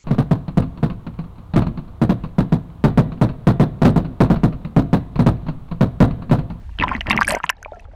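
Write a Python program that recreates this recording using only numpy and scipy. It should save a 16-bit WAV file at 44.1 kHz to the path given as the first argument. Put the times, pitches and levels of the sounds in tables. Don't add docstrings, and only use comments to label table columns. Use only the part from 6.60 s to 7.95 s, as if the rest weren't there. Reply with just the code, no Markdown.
import sys
import numpy as np
from scipy import signal
from scipy.fft import rfft, irfft
from scipy.io import wavfile
from scipy.ndimage import uniform_filter1d

SR = 44100
rng = np.random.default_rng(int(sys.argv[2]) if len(sys.argv) > 2 else 0)


def voltage_ratio(level):
    return 10 ** (np.asarray(level, float) / 20)


def to_wav(s):
    ch = np.atleast_2d(s).T
    pcm = np.round(np.clip(ch, -1, 1) * 32767)
    wavfile.write(sys.argv[1], SR, pcm.astype(np.int16))


N = 59535


def bubble(db, hz, cycles, phase=0, rise=0.0008, swell=1.26):
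    cycles = max(cycles, 4)
    turns = np.arange(int(cycles / hz * SR)) * hz / SR
    swelling = np.sin(np.pi / 2 * np.minimum(turns / swell, 1)) ** 2
    ring_down = voltage_ratio(db - 60 * turns / cycles)
    return swelling * ring_down * np.sin(2 * np.pi * (phase + turns * (1 + rise * turns / 2)))


# start in seconds, peak in dB, pitch in Hz,
# cycles the ring takes to fade by 60 dB. The next four tables have the same columns.
FIRST_SHOVE = [(0.1864, -15, 1510, 14), (0.188, -13, 3060, 32), (0.1992, -8, 2650, 37.5),
               (0.2101, -7.5, 2490, 28), (0.2136, -8, 2500, 22), (0.2193, -19.5, 1000, 26),
               (0.2246, -3.5, 1926, 30), (0.227, -6, 1260, 15.5), (0.2363, -6.5, 1000, 55.5),
               (0.2449, -4, 870, -0.5), (0.2742, -4.5, 1040, 7.5), (0.281, -3, 2090, 9.5),
               (0.292, -8.5, 1440, 11), (0.291, -18, 2350, 48), (0.314, -11, 1052, 66.5),
               (0.319, -11, 1432, 25), (0.3503, -9.5, 1990, 29), (0.365, -21, 1900, 29),
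               (0.408, -9.5, 2896, 36.5), (0.412, -9, 1970, 15)]
SECOND_SHOVE = [(0.469, -3.5, 2160, 8), (0.473, -17, 1900, 25), (0.5014, -3, 2060, 19),
                (0.507, -3.5, 1104, 25.5), (0.5072, 1.5, 2255, 25.5), (0.51, -11.5, 1850, 36.5),
                (0.5115, -4, 2710, 46), (0.5123, -9.5, 3660, 64), (0.5174, -15, 2026, 86),
                (0.5289, -10.5, 2635, 41), (0.5295, -2, 1750, 10), (0.533, -16, 1526, 32),
                (0.5463, -15, 1197, 34), (0.5756, -1, 2045, 31), (0.5793, -3.5, 2285, 22),
                (0.5893, 3, 1114, 8), (0.6115, -3.5, 1183, 34), (0.6125, 12.5, 1450, 4.5),
                (0.6191, 3, 1560, 23.5), (0.6201, -8, 1149, 33), (0.6301, 5, 2530, 3.5),
                (0.6463, -13, 2280, 43.5)]
GOING_UNDER = [(0.671, -22.5, 1606, 105), (0.679, -3, 1657, 40), (0.6857, -14.5, 2644, 43),
               (0.6888, -16, 571, 38), (0.7003, -10, 1860, 18), (0.7061, 8, 2410, 4.5),
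               (0.7089, -3, 1510, 0), (0.7123, -4, 1000, 7), (0.7211, -11, 617, 28.5),
               (0.7389, -8, 670, 15.5), (0.7469, 8, 588, 4), (0.748, -9, 2087, 36), (0.757, -21, 1525, 115),
               (0.7657, -2, 592, 6), (0.7694, -14.5, 950, 22), (0.8015, -11, 1300, 14),
               (0.8344, -18, 2640, 26), (0.8389, -1, 1730, 6), (0.84, -6, 1021, 19), (0.8417, 0, 1830, 8),
               (0.865, -12.5, 2800, 7.5), (0.8931, 2, 2726, 18.5), (0.8981, 4.5, 1552, 10.5),
               (0.8994, -11, 1028, 24), (0.9012, 0, 2070, 8.5), (0.926, -31.5, 1710, 37.5)]
UNDER_WATER = [(0.982, -46.5, 1710, 37), (1.0279, -24.5, 1500, 38), (1.0484, -21, 2367, 49.5),
               (1.0586, -17, 1074, 10), (1.0588, -18, 600, 12.5), (1.0794, -37, 853, 124),
               (1.1198, -17, 600, 15), (1.1331, -34.5, 720, 96.5), (1.1336, -37.5, 1398, 123),
               (1.1683, -32, 676, 56), (1.1868, -41, 697, 110), (1.198, -38, 2620, 64.5),
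               (1.2525, -33.5, 1303, 21), (1.313, -46.5, 1480, 54), (1.335, -31.5, 630, 14.5)]
STRAYS = [(0.091, -36, 1000, 14), (0.094, -37, 1580, 15), (0.46, -22, 1300, 22), (.379, -21.5, 1120, 15),
          (.408, -24.5, 680, 18.5), (0.862, -20, 1290, 8), (.876, -38, 2980, 20), (.967, -45, 730, 11),
          (1.076, -49.5, 2500, 38), (1.129, -32, 447, 12.5), (1.158, -40, 1670, 37),
          (1.196, -32.5, 1900, 14.5), (1.222, -39, 793, 14), (1.243, -40.5, 850, 14), (1.28, -59, 643, 5)]


def single_bubbles():
    out = np.zeros(N)
    for s, db, hz, cycles in FIRST_SHOVE + SECOND_SHOVE + GOING_UNDER + UNDER_WATER + STRAYS:
        rise = -0.0011 if s > 1.125 else 0.0008
        add(out, s, bubble(db, hz, cycles, rng.random(), rise))
    return out


# start in seconds, peak in dB, pitch in Hz.
GLUGS = [(.203, -16.5, 290), (.222, -17.5, 90), (.305, -21.5, 41.7), (.348, -14.5, 230), (.475, -20, 72),
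         (0.506, -12.5, 205.8), (.543, -11, 224.5), (.615, -26, 104.7), (0.661, -19.5, 61.6),
         (0.837, -27, 168), (0.721, -28.5, 186)]


def glugs():
    out = np.zeros(N)
    for s, db, hz in GLUGS:
        add(out, s, bubble(db, hz, 18.5 * np.sqrt(hz / 208.6)))
    return out


# start in seconds, peak in dB, pitch in Hz.
SNAPS = [(0.364, -32, 4040), (0.4121, -33, 5900), (0.4698, -31.5, 4800), (0.4984, -26, 5200),
         (0.4987, -14.5, 4740), (0.5099, -33, 4340), (0.517, -23.5, 5680), (0.5304, -34, 4290),
         (0.5652, -22.5, 5440), (0.607, -21, 4750), (0.617, -21.5, 5100), (0.6317, -21.5, 6000),
         (0.65, -27.5, 4820), (0.6712, -20, 5570), (0.6789, -14, 8900), (0.6865, -7, 9300),
         (0.6947, -9, 8260), (0.7078, -12.5, 4260), (0.7196, -14.5, 8100), (0.7345, -26.5, 4600),
         (0.7512, -16, 6070), (0.841, -27, 6300), (0.866, -40, 4000), (0.895, -14, 7300),
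         (0.9005, -10, 5600), (1.0282, -30, 6200)]


def snaps(spray):
    out = np.zeros(N)
    jet_centre_s, jet_width_s, jet_db = 0.7107, 0.027, -36
    jet_shape = np.exp(-((np.arange(N) / SR - jet_centre_s) / jet_width_s) ** 2)
    spray_level = voltage_ratio(jet_db + 4.76 * drift(99)) * jet_shape
    for s, db, hz in SNAPS:
        add(out, s, bubble(db + 2, hz, 30.8))
        add(spray_level, s, voltage_ratio(db - 19) * puff_shape())
    return out + spray_level * spray


# start in seconds, peak in dB, pitch in Hz.
TICKS = [(0.2153, -48, 8500), (0.2362, -17, 3600), (.287, -45, 5960), (0.2885, -43, 4770),
         (0.308, -52, 4800), (0.3208, -43, 5270), (.335, -46, 7500), (.347, -38.5, 6100),
         (0.378, -43, 4500), (0.4082, -34.5, 5600), (0.501, -24, 10900), (0.509, -32, 8400),
         (.512, -24.5, 8850), (.5175, -30, 12500), (0.566, -33.5, 12500), (.576, -44, 12000),
         (.587, -49, 8500), (0.6112, -23, 4850), (0.6195, -32, 8600), (.647, -36, 8700),
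         (0.652, -47, 12000), (0.673, -29, 7500), (0.743, -43, 11000), (.761, -44, 6000),
         (0.7744, -41, 8900), (0.7864, -38, 7940), (.7865, -44, 4820), (0.825, -56, 6000),
         (.833, -44, 6050), (.85, -38, 8100), (.8555, -37, 6800), (0.904, -20.5, 13400), (0.954, -60, 4450),
         (.9672, -44, 3860), (1.048, -56, 6000), (1.116, -44, 3600), (1.146, -48.5, 6130),
         (1.1947, -42, 5720), (1.205, -47, 9300), (1.2421, -49, 3410)]


def ticks(spray):
    out, shape = np.zeros(N), puff_shape()
    span = 1.39
    for s, db, hz in TICKS:
        add(out, s, bubble(db, hz, 54, swell=4.3))
        puff = band(np.resize(spray[int(s * SR):], len(shape)), hz / span, hz * span)
        add(out, s, voltage_ratio(db - 12.5) * shape * puff)
    return out


def puff_shape():
    t = np.arange(SR // 40) / SR / 0.0011
    return t * np.exp(1 - t)


def ragged_spray():
    edges_hz = np.geomspace(3300, 12950, num=8)
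    spray = np.zeros(N)
    for low_hz, top_hz in zip(edges_hz, edges_hz[1:]):
        spray += voltage_ratio(7.5 * drift(90)) * band(rng.standard_normal(N), low_hz, top_hz)
    return rms_one(spray)


def swarm(per_s, low_hz, top_hz, cycles):
    strength = voltage_ratio(4 * np.minimum(rng.exponential(1, N), 4)) * rng.choice([-1, 1], N)
    born = rng.random(N) < per_s / SR
    dealt = rng.integers(0, 16, N)
    out = np.zeros(N)
    for k, hz in enumerate(np.geomspace(low_hz, top_hz, num=16)):
        kicks = np.sqrt(hz) * strength * born * (dealt == k) + 1e-18
        r = voltage_ratio(-60 * hz / (cycles * SR))
        w = 2 * np.pi * hz / SR
        out += signal.lfilter([0, np.sin(w)], [1, -2 * r * np.cos(w), r * r], kicks)
    return rms_one(band(out, low_hz * 0.76, top_hz * 0.94, order=4))


def froth(froth_db):
    foam = swarm(per_s=1600, low_hz=600, top_hz=3145, cycles=28.5)
    fizz = swarm(per_s=610, low_hz=3145, top_hz=5770, cycles=30)
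    return voltage_ratio(froth_db) * (foam + voltage_ratio(-25) * fizz)


def trickle():
    return sunk() * voltage_ratio(-54.5) * swarm(per_s=160, low_hz=431, top_hz=1000, cycles=26)


def case(x):
    t = np.arange(SR // 8) / SR
    tail = band(rng.standard_normal(len(t)), 600, 2820, order=3) * voltage_ratio(-60 * t / 0.034)
    return voltage_ratio(-19) * signal.fftconvolve(x, tail / np.sqrt(np.sum(tail ** 2)))[:N]


# time in seconds, slosh in dB, froth in dB.
STIR = [(0, -47.5, -57.5), (0.177, -53.5, -60.5), (.192, -24, -39), (0.241, -21.5, -17.5),
        (0.26, -23.5, -45.5), (0.289, -23.5, -32.5), (.36, -33.5, -32), (.40, -39, -54.5),
        (0.454, -46, -53), (.47, -24.5, -33.5), (.52, -24.5, -27.5), (.59, -23.5, -35), (0.654, -33.5, -49),
        (0.704, -25, -25.5), (0.771, -36.5, -37), (.81, -55, -54.5), (.90, -46, -45.5), (0.949, -56, -63)]


def stir():
    s, slosh_db, froth_db = np.transpose(STIR)
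    t = np.arange(N) / SR
    return np.interp(t, s, slosh_db), np.interp(t, s, froth_db)


def slosh(stir_db):
    hum_hz, hum_width_hz = 208.6, 47.3
    thump = band(rng.standard_normal(N), hum_hz * 0.43, 300)
    hum = band(rng.standard_normal(N), hum_hz - hum_width_hz / 2, hum_hz + hum_width_hz / 2)
    return voltage_ratio(stir_db - 4.5 + 3.5 * drift(28)) * evened(thump + 1.7 * hum)


# time in seconds, level in dB.
SWELL = [
    (0, 3.5),
    (.2, 1.5),
    (.4, -1),
    (.6, -0.5),
    (.7, 3.5),
    (.8, -7.5),
    (.93, -4.5),
    (1.05, 2),
    (1.35, 0),
]


def rumble(stir_db):
    deep = evened(band(rng.standard_normal(N + SR), 22.16, 72.3, order=3)[SR:])
    follow_db = 0.16 * (stir_db - stir_db.mean())
    swell_db = np.interp(np.arange(N) / SR, *np.transpose(SWELL))
    return voltage_ratio(-35 + follow_db + 3 * drift(6.2) - 5 * under() + swell_db) * deep


# frequency in Hz, level in dB per Hz.
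AIR = [
    (59, -21),
    (100, -9),
    (170, -29.5),
    (234, -23),
    (343, -34.5),
    (1030, -37.5),
    (4110, -39.5),
    (16000, -57),
]


def air():
    hz = np.maximum(np.arange(N // 2 + 1) * SR / N, 1)
    at_hz, db = np.transpose(AIR)
    colour = voltage_ratio(np.interp(np.log(hz), np.log(at_hz), db)) * (hz > 80)
    hiss = rms_one(irfft(rfft(rng.standard_normal(N)) * colour, N))
    dull = signal.sosfilt(signal.butter(1, 5000, fs=SR, output="sos"), hiss)
    dull = dull * voltage_ratio(4 * drift(9.5))
    return (hiss + sunk() * (dull - hiss)) * voltage_ratio(-56 - 6.5 * under())


def under():
    return np.clip((np.arange(N) / SR - 0.67) / 0.035, 0, 1)


def sunk():
    return np.clip((np.arange(N) / SR - 0.898) / 0.037, 0, 1)


def rms_one(x):
    return x / np.sqrt(np.mean(x ** 2) + 1e-20)


def drift(rate_hz):
    r = np.exp(-2 * np.pi * rate_hz / SR)
    return rms_one(signal.lfilter([1], [1, -2 * r, r * r], rng.standard_normal(N + SR))[SR:])


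def evened(x):
    power = uniform_filter1d(x ** 2, size=int(0.04 * SR))
    return rms_one(x / np.sqrt(power + 0.1 * np.mean(x ** 2)))


def band(x, low_hz, top_hz, order=2):
    return signal.sosfilt(signal.butter(order, [low_hz, top_hz], "band", fs=SR, output="sos"), x)


def add(out, s, piece):
    i = int(s * SR)
    out[i:i + len(piece)] += piece[:len(out) - i]


def scene():
    stir_db, froth_db = stir()
    spray = ragged_spray()
    bubbles = single_bubbles() + glugs()
    droplets = snaps(spray) + ticks(spray)
    water = bubbles + droplets + froth(froth_db) + trickle()
    return (water + case(water) + slosh(stir_db) + rumble(stir_db) + air())[None]


def band_limit(x):
    return signal.sosfilt(signal.butter(12, 16460, fs=SR, output="sos"), x)


def record(dry):
    rounded = 1.25 * np.tanh(dry / 1.333)
    mix = signal.sosfilt(signal.cheby2(12, 70, 16900, fs=SR, output="sos"), rounded)
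    return band_limit(mix)


dry = scene()
out = record(dry)
to_wav(out)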